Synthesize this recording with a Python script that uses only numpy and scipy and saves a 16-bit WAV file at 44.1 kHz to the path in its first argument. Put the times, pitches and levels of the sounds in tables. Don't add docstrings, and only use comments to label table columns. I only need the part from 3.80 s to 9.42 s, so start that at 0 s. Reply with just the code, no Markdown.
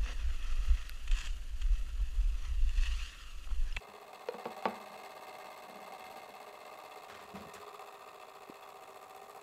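import sys
import numpy as np
from scipy import signal
from scipy.fft import rfft, irfft
from scipy.io import wavfile

SR = 44100
rng = np.random.default_rng(int(sys.argv[2]) if len(sys.argv) > 2 else 0)


def waveform_to_disk(signal):
    frames = np.transpose(np.atleast_2d(signal))
    scaled = np.clip(frames, -1, 1) * 32767
    samples = np.round(scaled).astype(np.int16)
    wavfile.write(sys.argv[1], SR, samples)


N = 247842
TIME = np.arange(N) / SR

# time_s, speed_turns_per_s
GOVERNOR_SPEED = [(0.0, 15.7), (0.27, 15.305), (0.9, 17.094), (1.63, 17.096), (1.83, 16.488), (2.31, 17.11),
                  (2.62, 15.897), (3.1, 16.389), (3.42, 15.437), (3.97, 15.464), (4.27, 14.547),
                  (4.49, 14.422), (4.89, 15.098), (5.17, 14.527), (5.62, 15.458)]
# time_s, shaded (0 = at the mesh, 1 = behind wood)
WOOD_SIDE = [(0, 0.34), (1.2, 0.014), (2.4, 0.018), (3.2, 0.42), (4.1, 1), (5.62, 0.49)]
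# time_s, over_top (0 = below the rim, 1 = over the open top)
OPEN_TOP = [(4.75, 0.024), (5.2, 0.92)]
MESH_ORDERS = [27, 35, 38, 44]
# time_s, ring_level_db, change_of_next_teeth_db
LEVER_CATCHES = [(0.331, -44.5, 4), (.392, -57, 1), (.584, -44, 4.5), (.706, -50, 3.5), (.766, -45, 3),
                 (.825, -40, 0.5), (1.062, -51, 0), (1.234, -48, 2.5), (1.470, -45, 3), (1.585, -44.5, 2),
                 (1.644, -45, 2), (1.703, -50, 0.5), (1.957, -52, 0), (2.003, -47, -0.5), (2.076, -55, -1),
                 (2.122, -42, 3), (2.182, -56, 1.5), (2.241, -48, 0), (2.359, -47.5, 6), (2.54, -46, 1),
                 (2.602, -49, 4), (2.669, -48, 2.5), (2.915, -50, 1), (3.036, -52, 3), (3.097, -53, -2.5),
                 (3.158, -55, 2.5), (3.994, -43, 1.5), (4.125, -49, -0.5), (4.266, -54, 0.5),
                 (4.398, -53, 1.5), (4.877, -53, -1), (4.946, -55, -3), (5.075, -50, 1),
                 (5.144, -48.5, 1.5), (5.282, -52, -2), (5.348, -50, 1), (5.548, -49, 1.5)]


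def from_db(db):
    return 10 ** (np.asarray(db) / 20)


def rms_one(x):
    return x / np.sqrt(np.mean(x ** 2) + 1e-20)


def in_time(rows):
    s, *columns = np.transpose(rows)
    return [np.interp(TIME, s, column) for column in columns]


def cut(x, hz, kind, order=2):
    sections = signal.butter(order, min(hz, .45 * SR), kind, fs=SR, output="sos")
    return signal.sosfilt(sections, x + 1e-18)


def clicks(times, sizes):
    inside = (times >= 0) & (times < TIME[-1])
    return np.bincount((times[inside] * SR).astype(int), sizes[inside], N)


def coloured(x, colour):
    hz, db = np.transpose(colour)
    bins_hz = np.arange(N // 2 + 1) * SR / N
    gain = from_db(np.interp(np.log(bins_hz + 1), np.log(hz), db))
    return irfft(rfft(x) * rms_one(gain), N)


def noise(colour):
    return rms_one(coloured(rng.standard_normal(N), colour))


def resonate(x, hz, width):
    r = np.exp(-np.pi * width / SR)
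    numerator = np.array([1, 0, -1]) * (1 - r * r) / 2
    return signal.lfilter(numerator, [1, -2 * r * np.cos(2 * np.pi * hz / SR), r * r], x)


def resonate_moving(x, hz, width):
    r = np.exp(-np.pi * width / SR)
    carrier = np.exp(2j * np.pi * np.cumsum(hz) / SR)
    return 2 * np.real(carrier * signal.lfilter([1 - r], [1, -r], x / carrier))


def ring(force, modes):
    out = np.zeros(N)
    for hz, db, t60 in modes:
        r = np.exp(-np.log(1000) / (t60 * SR))
        w = 2 * np.pi * hz / SR
        out += from_db(db) * signal.lfilter([.5, 0, -.5], [1, -2 * r * np.cos(w), r * r], force + 1e-18)
    return out


def rattle(blow, seconds):
    fade = np.exp(-1 / (seconds * SR))
    energy = signal.lfilter([1 - fade], [1, -fade], blow ** 2 + 1e-30)
    return np.sqrt(energy) * rng.standard_normal(N)


def pressure(strokes):
    total = 0
    for s, length, db in strokes:
        corners_s = [s, s + .006, s + length, s + length + .04]
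        total = total + from_db(db) * np.interp(TIME, corners_s, [0, 1, .5, 0])
    return total


def room(x, t60, dull_hz, delay):
    decay = np.exp(-np.log(1000) * TIME / t60)
    tail = cut(rng.standard_normal(N), dull_hz, "low") * decay * (TIME > delay)
    tail_gain = np.sqrt(np.sum(tail ** 2) * SR / (2 * dull_hz))
    return signal.fftconvolve(x, tail[:SR] / tail_gain)[:N]


def governor_turns():
    start_turn = -.4455
    return start_turn + np.cumsum(in_time(GOVERNOR_SPEED)[0]) / SR


def jolts():
    jolt_s = .022
    s, _, change_db = np.transpose(LEVER_CATCHES)
    return signal.lfilter([1], [1, -np.exp(-1 / (jolt_s * SR))], clicks(s, change_db) + 1e-18)


def tooth_strokes(times, sizes, rub_db, rub_s, same):
    age = np.arange(SR // 60)
    repeated = rng.standard_normal((times.shape[1], len(age)))
    fresh = rng.standard_normal((*times.shape, len(age)))
    flank = np.sqrt(same) * repeated + np.sqrt(1 - same) * fresh
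    fade = np.sqrt(np.exp(-age / (rub_s * SR)) / (rub_s * SR))
    stroke = (age == 0) + from_db(rub_db) * flank * fade
    return rms_one(clicks(times[..., None] + age / SR, sizes[..., None] * stroke))


def tooth_forces():
    # place_in_turn, body_db, ring_db, fine_tick_db, gain_away_from_mesh_db
    teeth = [(.035, -4, 1.5, -15, 3), (.095, -1, 4.5, -10, 0.5), (.155, -2.5, -4.5, -26, 3),
             (0.241, -6, -1.5, -18, -8), (.29, -2, -0.5, -10, -2), (.35, -1, -2.5, -22, 1.5),
             (.405, 2, -1.5, -16, -4), (.46, -1.5, 1.5, -17, 2), (0.636, -5.5, 2.5, -11, -1.5),
             (.68, 0.5, 1.5, -8, 1.5), (.745, -0.5, -3, -13, -4), (.8, -8, -5.5, -16, 2.5),
             (.875, 0, 1.5, -4, 1.5), (.935, 0.5, 1.5, -14, 0.5)]
    # rub_db, rub_energy_decay_s, brake_hiss_db
    contact = [(0, 0.0027, -16.5), (2, 0.0016, -14.5), (10, 0.0012, -24)]
    # stroke_scatter_db, share_of_rub_repeated_each_turn
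    unevenness = [(1.6, .25), (1.4, .5), (1.3, .6)]
    landing_jitter_s, turn_scatter_db = .00016, .5
    turns = governor_turns()
    place, *levels, away_db = np.transpose(teeth)
    due = np.arange(-1, np.ceil(turns[-1]))[:, None] + place
    times = np.interp(due, turns, TIME, left=-1, right=-1)
    times = times + landing_jitter_s * rng.standard_normal(due.shape)
    away_curve = in_time(WOOD_SIDE)[0] + in_time(OPEN_TOP)[0]
    away = np.clip(np.interp(times, TIME, away_curve), 0, 1)
    extra_db = away_db * away + np.interp(times, TIME, jolts())
    extra_db = extra_db + turn_scatter_db * rng.standard_normal((len(due), 1))
    forces = []
    for level, (rub_db, rub_s, brake_db), (scatter_db, same) in zip(levels, contact, unevenness):
        sizes = from_db(level + extra_db + scatter_db * rng.standard_normal(due.shape))
        strokes = tooth_strokes(times, sizes, rub_db, rub_s, same)
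        forces.append(rms_one(strokes + from_db(brake_db) * rng.standard_normal(N)))
    return forces


def gear_whine():
    mesh_db = [-7.5, 1, -1.5, 3]
    turns = governor_turns()
    return sum(from_db(db) * np.sin(2 * np.pi * k * turns) for k, db in zip(MESH_ORDERS, mesh_db))


def clockwork(whine_db):
    # pitch_hz, width_hz, level_at_mesh_db, level_behind_wood_db
    frame = [(212, 33, -13, -49), (408.6, 39.6, 0, 0.5), (483, 393, -9, -11), (616, 40, 0.5, 1),
             (758.6, 46, 1, -1), (958, 36, -1, -0.5), (1024, 81, -8.5, -5), (1193, 122, -3.5, 0.5),
             (1163, 690, -20.5, -13), (1633, 122, -15, -25), (1836, 13, -9.5, -8), (2097, 67, -9, -14),
             (2220, 110, -20, -22.5), (2613, 119, -12.5, -10), (3406, 48, -16.5, -13.5),
             (3660, 183, -21.5, -18.5), (4040, 157, -20.5, -21.5), (4338, 152, -18.5, -19.5),
             (5020, 91, -28, -23), (5414, 107, -28, -30), (6460, 270, -29.5, -29.5), (7040, 290, -32, -26),
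             (7630, 160, -29, -23.5), (7980, 205, -25, -28.5), (9130, 135, -31.5, -27.5),
             (9960, 140, -41, -31), (11200, 4100, -34.5, -34), (11670, 180, -24.5, -24),
             (13600, 310, -36, -35)]
    # level_at_usual_speed_db, gain_per_extra_turn_per_s_db, gain_behind_wood_db, gain_over_top_db
    loudness = [(-51.5, 1.74, 1.94, 0.1), (-58.5, 2, 0.4, -3), (-73, 3, 4, 0)]
    # time_s, pitch_hz
    sheen = [(0.3, 12000), (2.4, 12300), (3.1, 12200), (3.55, 12700), (4.1, 12900), (4.7, 12200)]
    sheen_width_hz, sheen_db = 400, -30
    top_treble_db, top_treble_hz = 5, 5200
    usual_speed = 16
    forces = tooth_forces()
    forces[0] = forces[0] + from_db(whine_db) * gear_whine()
    shaded = np.clip(in_time(WOOD_SIDE)[0], 0, 1)
    over_top = np.clip(in_time(OPEN_TOP)[0], 0, 1)
    faster = in_time(GOVERNOR_SPEED)[0] - usual_speed
    parts = np.zeros((3, N))
    for k, (hz, width, open_db, shaded_db) in enumerate(frame):
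        part = np.searchsorted([1500, 10000], hz)
        heard_db = open_db + shaded * (shaded_db - open_db)
        heard_db = heard_db + over_top * top_treble_db * (hz > top_treble_hz)
        sign = (-1) ** k
        parts[part] += sign * resonate(forces[part], hz, width) * from_db(heard_db)
    parts[2] += resonate_moving(forces[2], in_time(sheen)[0], sheen_width_hz) * from_db(sheen_db)
    motor = 0
    for (db, speed_db, wood_db, top_db), part in zip(loudness, parts):
        level_db = db + speed_db * faster + wood_db * shaded + top_db * over_top
        motor = motor + from_db(level_db) * rms_one(part)
    return motor


def wall_hum(open_db, shaded_db):
    shaded = np.clip(in_time(WOOD_SIDE)[0], 0, 1)
    mesh = np.sin(2 * np.pi * MESH_ORDERS[0] * governor_turns())
    level_db = open_db + shaded * (shaded_db - open_db)
    return from_db(level_db) * resonate(mesh, hz=413.3, width=12)


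def slack():
    place, width, dip_db = .565, .11, 5
    distance = governor_turns() % 1 - place
    return from_db(-dip_db * np.exp(-(distance / width) ** 2))


def gripping(grain_db, grain_hz):
    # start_s, length_s, box_drone_db, low_rumble_db
    grips = [(0.086, 0.056, -62, -71), (1.874, 0.23, -57.5, -87), (2.238, 0.16, -70.5, -73),
             (2.49, 0.047, -59, -97), (3.268, 0.41, -64.5, -71), (3.559, 0.11, -54, -63.5),
             (3.75, 0.072, -66, -62.5)]
    # pitch_hz, density_db
    drone_colour = [(60, -23), (140, -15), (197, 11), (290, -2), (600, 2), (3000, -63)]
    # pitch_hz, density_db
    rumble_colour = [(25, -30), (60, -10), (90, 4), (150, -13), (400, -35)]
    grain = from_db(grain_db * rms_one(cut(rng.standard_normal(N), grain_hz, "low")))
    drone_force = pressure([(s, length, db) for s, length, db, _ in grips])
    drone = drone_force * rms_one(grain * noise(drone_colour))
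    rumble_force = pressure([(s, length, db) for s, length, _, db in grips])
    return drone + rumble_force * noise(rumble_colour)


def catches():
    # time_s, level_db
    pings = [(0.155, -52), (.352, -55), (3.118, -45), (4.217, -55), (4.427, -52), (4.829, -48.5)]
    # pitch_hz, level_db, t60_s
    steel = [(2674, -3.5, .045), (3390, -6, 0.034)]
    # pitch_hz, level_db, t60_s
    lever = [(761, 2, 0.073), (1140, -12, 0.048), (2134, -10, 0.031), (2620, -18, 0.02)]
    s, db, _ = np.transpose(LEVER_CATCHES)
    ping_s, ping_db = np.transpose(pings)
    return ring(clicks(s, from_db(db)), lever) + ring(clicks(ping_s, from_db(ping_db)), steel)


def creak(at, db, slip_hz, fade_db, hard_hz, softening, count):
    # pitch_hz, level_db, t60_s
    joint = [(493, 6, 0.019), (630, -6, 0.03), (1600, -24, 0.0071), (2450, -11, 0.015), (4180, -14.5, 0.05)]
    slips = np.zeros(N)
    for k in range(count):
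        slip = clicks(np.array([at + k / slip_hz]), from_db([db - fade_db * k]))
        slips += cut(slip, hard_hz / (1 + softening * k), "low")
    return cut(ring(slips, joint), hz=290, kind="high")


def through_panel(x, count):
    for _ in range(count):
        x = signal.lfilter([-.8, 1], [1, -.8], x)
    return x


def knocks(rattle_db, rattle_s):
    # time_s, level_db, hardness_hz (corner of the low-pass)
    blows = [(0.5416, -38, 1930), (0.545, -33.5, 635), (0.6546, -34, 2820), (.658, -27.5, 1000),
             (0.666, -37, 600), (0.8545, -21.5, 2530), (0.858, -22.5, 1350), (0.862, -33, 2200),
             (0.874, -30, 600), (1.102, -41, 250), (1.877, -45, 280), (3.537, -27, 220), (3.547, -24, 210),
             (3.559, -35, 198), (3.618, -36, 170), (3.661, -31, 170)]
    # pitch_hz, level_db, t60_s
    box = [(90, -33, 0.25), (204, -17.5, 0.36), (228, -20, 0.23), (360, -23.5, 0.22), (472, -4.5, 0.043),
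           (583, -8, 0.024), (705, -8, 0.032), (750, -10, 0.024), (837, -11.5, 0.018), (902, -6, 0.047),
           (1130, -11, 0.072), (1450, -22, 0.059), (1630, -20, 0.007), (2030, -1.5, 0.0039),
           (2860, -7.5, 0.0046), (3440, -13, 0.029), (3980, -7, 0.015), (4730, -4, 0.011)]
    force = np.zeros(N)
    for s, db, hardness_hz in blows:
        blow = clicks(np.array([s]), from_db([db]))
        chatter = from_db(rattle_db) * rattle(blow, rattle_s)
        force += cut(blow + chatter, hardness_hz, "low", order=3)
    return cut(through_panel(ring(force, box), count=10), hz=105, kind="high")


def sliding():
    # start_s, length_s, level_db
    slides = [(3.284, 0.089, -53), (3.392, 0.067, -56), (3.545, 0.085, -55), (3.736, 0.081, -56.5)]
    # time_s, level_db
    hard_snags = [(3.286, -38), (3.3, -27), (3.351, -29), (3.395, -33), (3.737, -47), (3.751, -31),
                  (3.818, -54)]
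    # pitch_hz, density_db
    slide_colour = [(40, -10), (200, -5), (400, 16), (1200, 22.5), (3500, 12), (6000, 4), (8000, 1),
                    (15000, -24)]
    contacts_per_s, spread_db = 800, 2.4
    size_db = spread_db * np.minimum(rng.exponential(1, N), 4)
    sizes = from_db(size_db) * rng.choice([-1, 1], N)
    grit = rms_one(sizes * (rng.random(N) < contacts_per_s / SR))
    s, db = np.transpose(hard_snags)
    snags = clicks(s, from_db(db))
    scrape = pressure(slides) * grit + snags + rattle(snags, seconds=0.0035)
    return coloured(scrape, slide_colour)


def scratch(at, db, hz, seconds):
    chatter = rattle(clicks(np.array([at]), from_db([db])), seconds)
    return resonate(chatter, hz, hz / 2)


def bump(at, db, hz, length):
    age = TIME - at
    return -from_db(db) * np.exp(-(age / length) ** 2) * np.cos(2 * np.pi * hz * age)


def scene():
    # pitch_hz, density_db
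    floor_colour = [(20, -2), (50, -8.5), (90, 0), (200, 2.5), (500, 0), (1500, 1.5), (5000, -15),
                    (15000, -15.5)]
    motor = clockwork(whine_db=-27.0) - wall_hum(open_db=-70.5, shaded_db=-58)
    motor = slack() * motor + catches()
    motor = motor + from_db(-19) * room(motor, t60=.25, dull_hz=5000, delay=.004)
    blows = knocks(rattle_db=-8.5, rattle_s=0.009)
    blows = blows + creak(at=.487, db=-31, slip_hz=486.0, fade_db=3.0, hard_hz=4450, softening=0.99, count=7)
    blows = blows + from_db(-9) * room(blows, t60=0.42, dull_hz=2470, delay=0.0073)
    handling = sliding() + gripping(grain_db=-0.5, grain_hz=29.8)
    handling = handling + bump(at=4.6996, db=-35.5, hz=327, length=0.002)
    handling = handling + scratch(at=3.7375, db=-20, hz=7500, seconds=.007)
    background = from_db(-65) * noise(floor_colour)
    return (motor + blows + handling + background)[None]


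def record(dry):
    cutoff_hz = 15750
    return signal.sosfilt(signal.ellip(12, .1, 80, cutoff_hz, fs=SR, output="sos"), dry)


dry = scene()
out = record(dry)
waveform_to_disk(out)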